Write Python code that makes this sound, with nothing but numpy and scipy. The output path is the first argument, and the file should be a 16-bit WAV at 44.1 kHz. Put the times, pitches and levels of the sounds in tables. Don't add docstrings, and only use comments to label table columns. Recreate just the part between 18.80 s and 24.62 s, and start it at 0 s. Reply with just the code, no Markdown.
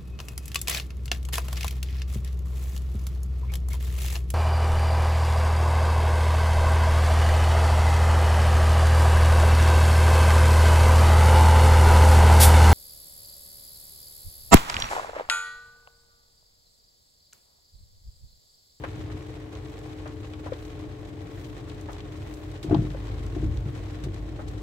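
import sys
import numpy as np
from scipy import signal
from scipy.fft import rfft, irfft
from scipy.io import wavfile

SR = 44100
rng = np.random.default_rng(int(sys.argv[2]) if len(sys.argv) > 2 else 0)


def transcribe(u):
    v = np.clip(np.atleast_2d(u).T, -1, 1)
    q = np.round(v * 32767).astype(np.int16)
    wavfile.write(sys.argv[1], SR, q)


N = 256662
TIME = np.arange(N) / SR
WIPERS_ON_S = 3.85
WIPING_S = np.maximum(TIME - WIPERS_ON_S, 0)

# time in seconds, relative level in dB.
RUMBLE_SWELL = [(0, -39), (.22, -31.5), (.45, -39), (3.3, -37), (4.1, -38), (4.5, -31), (5.1, -36),
                (5.82, -34.5)]


def rain(near_db=10.5, wash_db=8.5, pinpoint_db=-14.5, spray_db=-12, spray_growth=1.8):
    # time in seconds, relative level in dB.
    intensity = [(0.0, -61), (0.68, -62.5), (1.13, -61), (1.3, -63.5), (1.75, -62), (1.94, -61.5),
                 (2.27, -64), (2.51, -61.5), (2.72, -62), (3.39, -62), (3.84, -62), (4.08, -60),
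                 (4.64, -61), (5.06, -61), (5.38, -63), (5.82, -62)]
    # frequency in Hz, relative level in dB.
    patter_eq = [(260, -31.5), (450, -1.5), (560, -7.5), (950, -11.5), (1100, -11.5), (1300, -16),
                 (1950, -16.5), (2800, -22.5), (3700, -22.5), (4700, -28), (8200, -33), (9400, -42.5),
                 (12500, -44), (15800, -52)]
    spray_eq = [(3000, -28), (8000, 4), (9600, -4), (11500, 3), (13000, 0), (15800, 2.5)]
    # centre in seconds, level in dB, half length in seconds.
    gusts = [(1.83, -70, 0.044), (2.62, -69, .1), (3.55, -69, .13)]
    rain_db = follow(intensity)[0]
    near = shower(per_s=950, spread_db=3.5, decay_s=.0039, octaves=2.1, clump_db=2.5, crack=1)
    near = unit_rms(colour(near, patter_eq))
    wash = noise(lambda f: curve_at(patter_eq, f), N) * amp(.18 * drift(21))
    pinpoints = shower(per_s=110, spread_db=7, decay_s=.0007, octaves=2.2, clump_db=6, crack=2.5)
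    pinpoints = unit_rms(colour(pinpoints, spray_eq))
    patter = amp(near_db) * near + amp(wash_db) * wash + amp(pinpoint_db) * pinpoints
    spray_gain = amp(rain_db.mean() + spray_db + spray_growth * (rain_db - rain_db.mean()))
    spray_gain += sum(amp(db) * np.exp(-((TIME - s) / half_s) ** 2) for s, db, half_s in gusts)
    hiss = noise(lambda f: curve_at(spray_eq, f), N)
    return amp(rain_db) * patter + spray_gain * hiss


def shower(per_s, spread_db, decay_s, octaves, clump_db, crack, spots=28):
    out = np.zeros((2, N))
    clumps_db = clump_db * np.tanh(drift(38))
    for hz in np.geomspace(1100, 14000, spots):
        hits = rng.random(N) < per_s / spots / SR
        size_db = np.minimum(spread_db * rng.exponential(1, N), 12)
        drop = splash(hz, octaves, decay_s * rng.uniform(.43, 2.37), crack, cabin_db=-18) * np.sqrt(hz)
        pan = amp(rng.normal(0, .67) * np.array([[1], [-1]]))
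        impacts = hits * amp(size_db + clumps_db)
        out += signal.oaconvolve(impacts[None], drop * pan, axes=1)[:, :N]
    return out


def splash(hz, octaves, decay_s, crack, crack_s=.00014, cabin_db=-17, cabin_s=.016, size=4096):
    t = np.arange(size) / SR
    envelope = crack * np.exp(-t / crack_s) + np.exp(-t / decay_s) + amp(cabin_db) * np.exp(-t / cabin_s)
    return noise(lambda f: hump(f, hz, octaves), size) * envelope / (1 + crack)


def glass_ticks():
    # start in seconds, level in dB before the glass EQ,
    # centre in Hz, decay in seconds.
    hard_drops = [(0.752, -39.5, 3500, .0078), (0.99, -38, 6950, .003), (1.277, -38, 5970, .003),
                  (1.536, -37.5, 1950, .0064), (1.660, -42, 8000, .002), (1.734, -39.5, 3500, .008),
                  (1.851, -41, 5030, .0057), (2.644, -40, 4000, 0.0076), (2.897, -39.5, 3466, .009),
                  (3.012, -33, 9430, .002), (3.119, -38, 13000, .008), (3.131, -33, 4970, 0.0028),
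                  (3.205, -37.5, 3000, 0.0037), (3.539, -36, 7000, 0.0062), (3.715, -39, 6850, 0.0051),
                  (4.104, -40, 3200, .004), (4.465, -35.5, 7500, 0.0024), (4.773, -35.5, 3910, .002),
                  (5.344, -35.5, 4935, .0019), (5.683, -36.5, 5900, .007)]
    # start in seconds, level in dB before
    # the glass EQ, centre in Hz, width in octaves, decay in seconds.
    blade_snaps = [(3.829, -35, 4500, 2, 0.019), (3.909, -38, 1200, 0.79, 0.04),
                   (3.946, -29, 3560, 0.44, 0.0027), (5.238, -35, 4920, 1.8, 0.011)]
    # frequency in Hz, gain in dB.
    glass_eq = [(500, 14.5), (2000, 1.5), (3700, 3.5), (5000, -2.5), (8300, -2.5), (9600, -12),
                (12000, -11.5), (15800, -13)]
    out = np.zeros((2, N))
    for s, db, hz, decay_s in hard_drops:
        add(out, s, amp(db) * splash(hz, 1, decay_s, crack=1.75))
    for s, db, hz, octaves, decay_s in blade_snaps:
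        add(out, s, amp(db) * splash(hz, octaves, decay_s, crack=.99))
    return colour(out, glass_eq)


def roof_drips(fall_back_s=.0081, fall_back_db=-5.5, panel_swell_s=.0041):
    # start in seconds, splatter level in dB, its centre in Hz, its decay in seconds,
    # ring level in dB before panning, ring pitch in Hz.
    drips = [(.037, -29.5, 1020, .012, -31, 530), (.299, -43, 1000, 0.011, -51, 550),
             (.367, -45, 800, .005, -53, 553), (1.256, -39, 990, 0.02, -37.5, 600),
             (1.661, -36.5, 751, 0.018, -38, 553), (1.7197, -37.5, 790, 0.014, -23, 509),
             (3.086, -38, 750, 0.026, -41, 550), (4.104, -38, 1000, 0.0031, -49, 551),
             (4.1462, -42, 735, 0.0062, -31.5, 544), (5.590, -39, 690, 0.022, -36, 560)]
    out = np.zeros((2, N))
    t = np.arange(4096) / SR
    swell = (t / panel_swell_s) ** 2 * np.exp(2 * (1 - t / panel_swell_s))
    pan_db = np.array([[3.5], [-3.5]])
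    for s, db, hz, decay_s, ring_db, ring_hz in drips:
        add(out, s, amp(db) * splatter(hz, decay_s))
        add(out, s + fall_back_s, amp(db + fall_back_db) * splatter(hz, decay_s))
        add(out, s, amp(ring_db + pan_db) * swell * np.sin(2 * np.pi * ring_hz * t))
    return out


def splatter(hz, decay_s, octaves=.93, attack_s=.001, size=8192):
    t = np.arange(size) / SR
    attack = 1 - np.exp(-t / attack_s)
    return noise(lambda f: hump(f, hz, octaves), size) * attack * np.exp(-t / decay_s)


def wipers(running_hz=53.03, start_sag_hz=6.5, spin_up_s=.294, octave_db=-8, recoil_s=.04):
    # time in seconds, level in dB.
    motor_load = [(3.85, -34), (4.3, -35), (4.58, -35), (4.77, -26.5), (4.93, -39.5), (5.82, -37)]
    # start in seconds, strength in dB, centre of the blow in Hz, recoil in dB against the blow.
    blows = [(3.845, -23, 260, 4), (3.893, -28.5, 600, -13), (3.909, -17.5, 456, -2),
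             (3.925, -13.5, 282, -2.5), (3.945, -18, 890, -8), (4.020, -26, 280, -12),
             (4.047, -27, 297, -1), (4.563, -26.5, 375, -5), (4.628, -22, 220, -1), (4.631, -17, 80, -9),
             (4.859, -26.5, 120, -14), (5.238, -22.5, 102, -10), (5.268, -28, 300, -12)]
    hz = running_hz - start_sag_hz * np.exp(-WIPING_S / spin_up_s)
    phase = 2 * np.pi * np.cumsum(hz + .5 * drift(3.7)) / SR
    level = np.minimum(WIPING_S / .05, 1) * amp(follow(motor_load)[0])
    out = np.ones((2, 1)) * level * (np.sin(phase) + amp(octave_db) * np.sin(2 * phase))
    for s, db, blow_hz, recoil_db in blows:
        add(out, s, amp(db) * knock(blow_hz))
        add(out, s + recoil_s, amp(db + recoil_db) * knock(.42 * blow_hz))
    return out


def knock(blow_hz, rise_cycles=.77, reach_octaves=.82, ring_db=3, rattle_db=-10, size=22050):
    # pitch in Hz, relative level in dB, seconds to fall 60 dB.
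    modes = [(46.2, 1, 0.24), (71.7, -4, 0.19), (105.7, -0.5, 0.15), (134.5, 1.5, 0.11), (176.3, -9, 0.21),
             (237, -20, 0.079), (309.3, -1, 0.14), (351.7, -3, 0.079), (403, -39, 0.054),
             (683, -6.5, 0.074), (822, -8, 0.045), (920, -21.5, .035), (1250, -25, 0.027)]
    t = np.arange(size) / SR
    ring = sum(amp(db + hump(hz, blow_hz, reach_octaves) - 60 * t / t60) * np.sin(2 * np.pi * hz * t)
               for hz, db, t60 in modes)
    rattle_s = .046 * 200 / blow_hz
    rattle = noise(lambda f: hump(f, blow_hz, octaves=.39), size) * np.exp(-t / rattle_s)
    attack = 1 - np.exp(-t * blow_hz / rise_cycles)
    return (amp(ring_db) * ring + amp(rattle_db) * rattle) * attack


def cabin_rumble(crossover_hz=410, bass_trim_db=-4, air_db=-41):
    # frequency in Hz, relative level in dB.
    cabin_eq = [(20, -34), (36, -7), (48, -4), (64, -3), (75, 1.5), (98, 4.5), (132, -3.5), (160, -6),
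                (225, -15), (300, -4), (365, -8.5), (460, -15), (800, -22.5), (1500, -73)]
    cabin = noise(lambda f: curve_at(cabin_eq, f), N)
    bass = irfft(rfft(cabin) / (1 + (np.fft.rfftfreq(N, 1 / SR) / crossover_hz) ** 4), N)
    return amp(follow(RUMBLE_SWELL)[0] + bass_trim_db) * bass + amp(air_db) * (cabin - bass)


def engine_and_blower_hum(trim_db=-2, swell_share=.89, engine_below_hz=200, blower_sag=.006):
    # pitch in Hz, relative level in dB, flutter depth from 0 to 1.
    tones = [(51.3, -44.5, 0.57), (57.6, -51.5, 1), (74.6, -48.5, 0.92), (94.8, -42.5, 0.27),
             (101.7, -46.5, 0.7), (116.8, -49.5, 0.25), (128.5, -47.5, 0.6), (133, -50.5, 0.15),
             (287.7, -53, 0.02), (306, -42, 0.18), (333.3, -57, 0.68), (586, -63, 1), (1092, -66, 0.44)]
    rumble_db = follow(RUMBLE_SWELL)[0]
    swell = amp(swell_share * (rumble_db - rumble_db.mean()))
    out = np.zeros(N)
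    for hz, db, depth in tones:
        is_engine = hz < engine_below_hz
        cycles = hz * (TIME if is_engine else TIME - blower_sag * WIPING_S)
        flutter = 1 + depth * (drift(6.1) + 1j * drift(2))
        tone = np.real(flutter * np.exp(2j * np.pi * (cycles + rng.random())))
        out += amp(db + trim_db) * tone * (swell if is_engine else 1)
    return out


def motor_whine(level_db=-48, sink_db=-4, jitter_hz=1.41):
    # time in seconds, pitch in Hz.
    pitch_path = [(0, 433.4), (.3, 429), (.6, 431.5), (1.3, 435.3), (2.05, 427.5), (2.7, 436), (3.15, 417),
                  (3.85, 418.5), (4.4, 433), (5, 443), (5.82, 431)]
    hz = follow(pitch_path)[0] + jitter_hz * drift(14.2)
    level = amp(level_db + sink_db * np.minimum(WIPING_S, 1))
    waver = 1 + .12 * drift(3)
    return level * waver * np.sin(2 * np.pi * np.cumsum(hz) / SR)


def noise(shape_db, size):
    # frequency in Hz, likeness of left and right from 0 to 1.
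    stereo_likeness = [(60, 0.75), (130, 0.87), (300, 0.94), (640, 0.13), (1300, 0)]
    hz = np.fft.rfftfreq(size, 1 / SR)
    left, other = np.exp(2j * np.pi * rng.random((2, len(hz))))
    likeness = curve_at(stereo_likeness, hz)
    right = likeness * left + np.sqrt(1 - likeness ** 2) * other
    return unit_rms(irfft(np.array([left, right]) * amp(shape_db(hz)), size))


def drift(rate_hz):
    hz = np.fft.rfftfreq(N, 1 / SR)
    return unit_rms(irfft(rfft(rng.standard_normal(N)) * np.exp(-(hz / rate_hz) ** 2), N))


def colour(x, eq, size=2048):
    log_gain = np.log(amp(curve_at(eq, abs(np.fft.fftfreq(size, 1 / SR)))))
    taps = np.fft.ifft(np.exp(np.conj(signal.hilbert(log_gain)))).real
    return signal.oaconvolve(x, taps[None], axes=1)[:, :N]


def hump(hz, centre_hz, octaves):
    away = (np.log2((hz + 1) / centre_hz) / octaves) ** 2
    return -20 * np.log10(1 + away / 2 + away ** 2 / 2)


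def curve_at(points, hz):
    f, value = np.transpose(points)
    return np.interp(np.log(hz + 1), np.log(f + 1), value)


def follow(rows):
    s, *columns = np.transpose(rows)
    return [np.interp(TIME, s, c) for c in columns]


def add(mix, start_s, sound):
    part = mix[:, max(round(start_s * SR), 0):][:, :sound.shape[-1]]
    part += sound[..., :part.shape[-1]]


def amp(db):
    return 10 ** (np.asarray(db) / 20)


def unit_rms(x):
    return x / np.sqrt(np.mean(x ** 2) + 1e-20)


def scene():
    # frequency in Hz, left minus right in dB.
    cabin_balance = [(60, 0), (130, 1.5), (300, 5), (520, 0.5), (800, 5.5), (1400, -1.5), (2000, -1),
                     (3000, 4), (6000, -0.3), (9300, 2), (12000, 8), (15500, 1)]
    mix = rain() + glass_ticks() + roof_drips() + wipers()
    mix += cabin_rumble() + engine_and_blower_hum() + motor_whine()
    lean_db = curve_at(cabin_balance, np.fft.rfftfreq(N, 1 / SR))
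    return irfft(rfft(mix) * amp(np.array([lean_db, -lean_db]) / 2), N)


def record(dry, low_cut_hz=36, high_cut_hz=15800):
    low_cut = signal.butter(4, low_cut_hz, btype="high", fs=SR, output="sos")
    high_cut = signal.firwin(511, high_cut_hz, window=("kaiser", 9), fs=SR)
    return signal.oaconvolve(signal.sosfilt(low_cut, dry), high_cut[None], "same")


dry = scene()
out = record(dry)
transcribe(out)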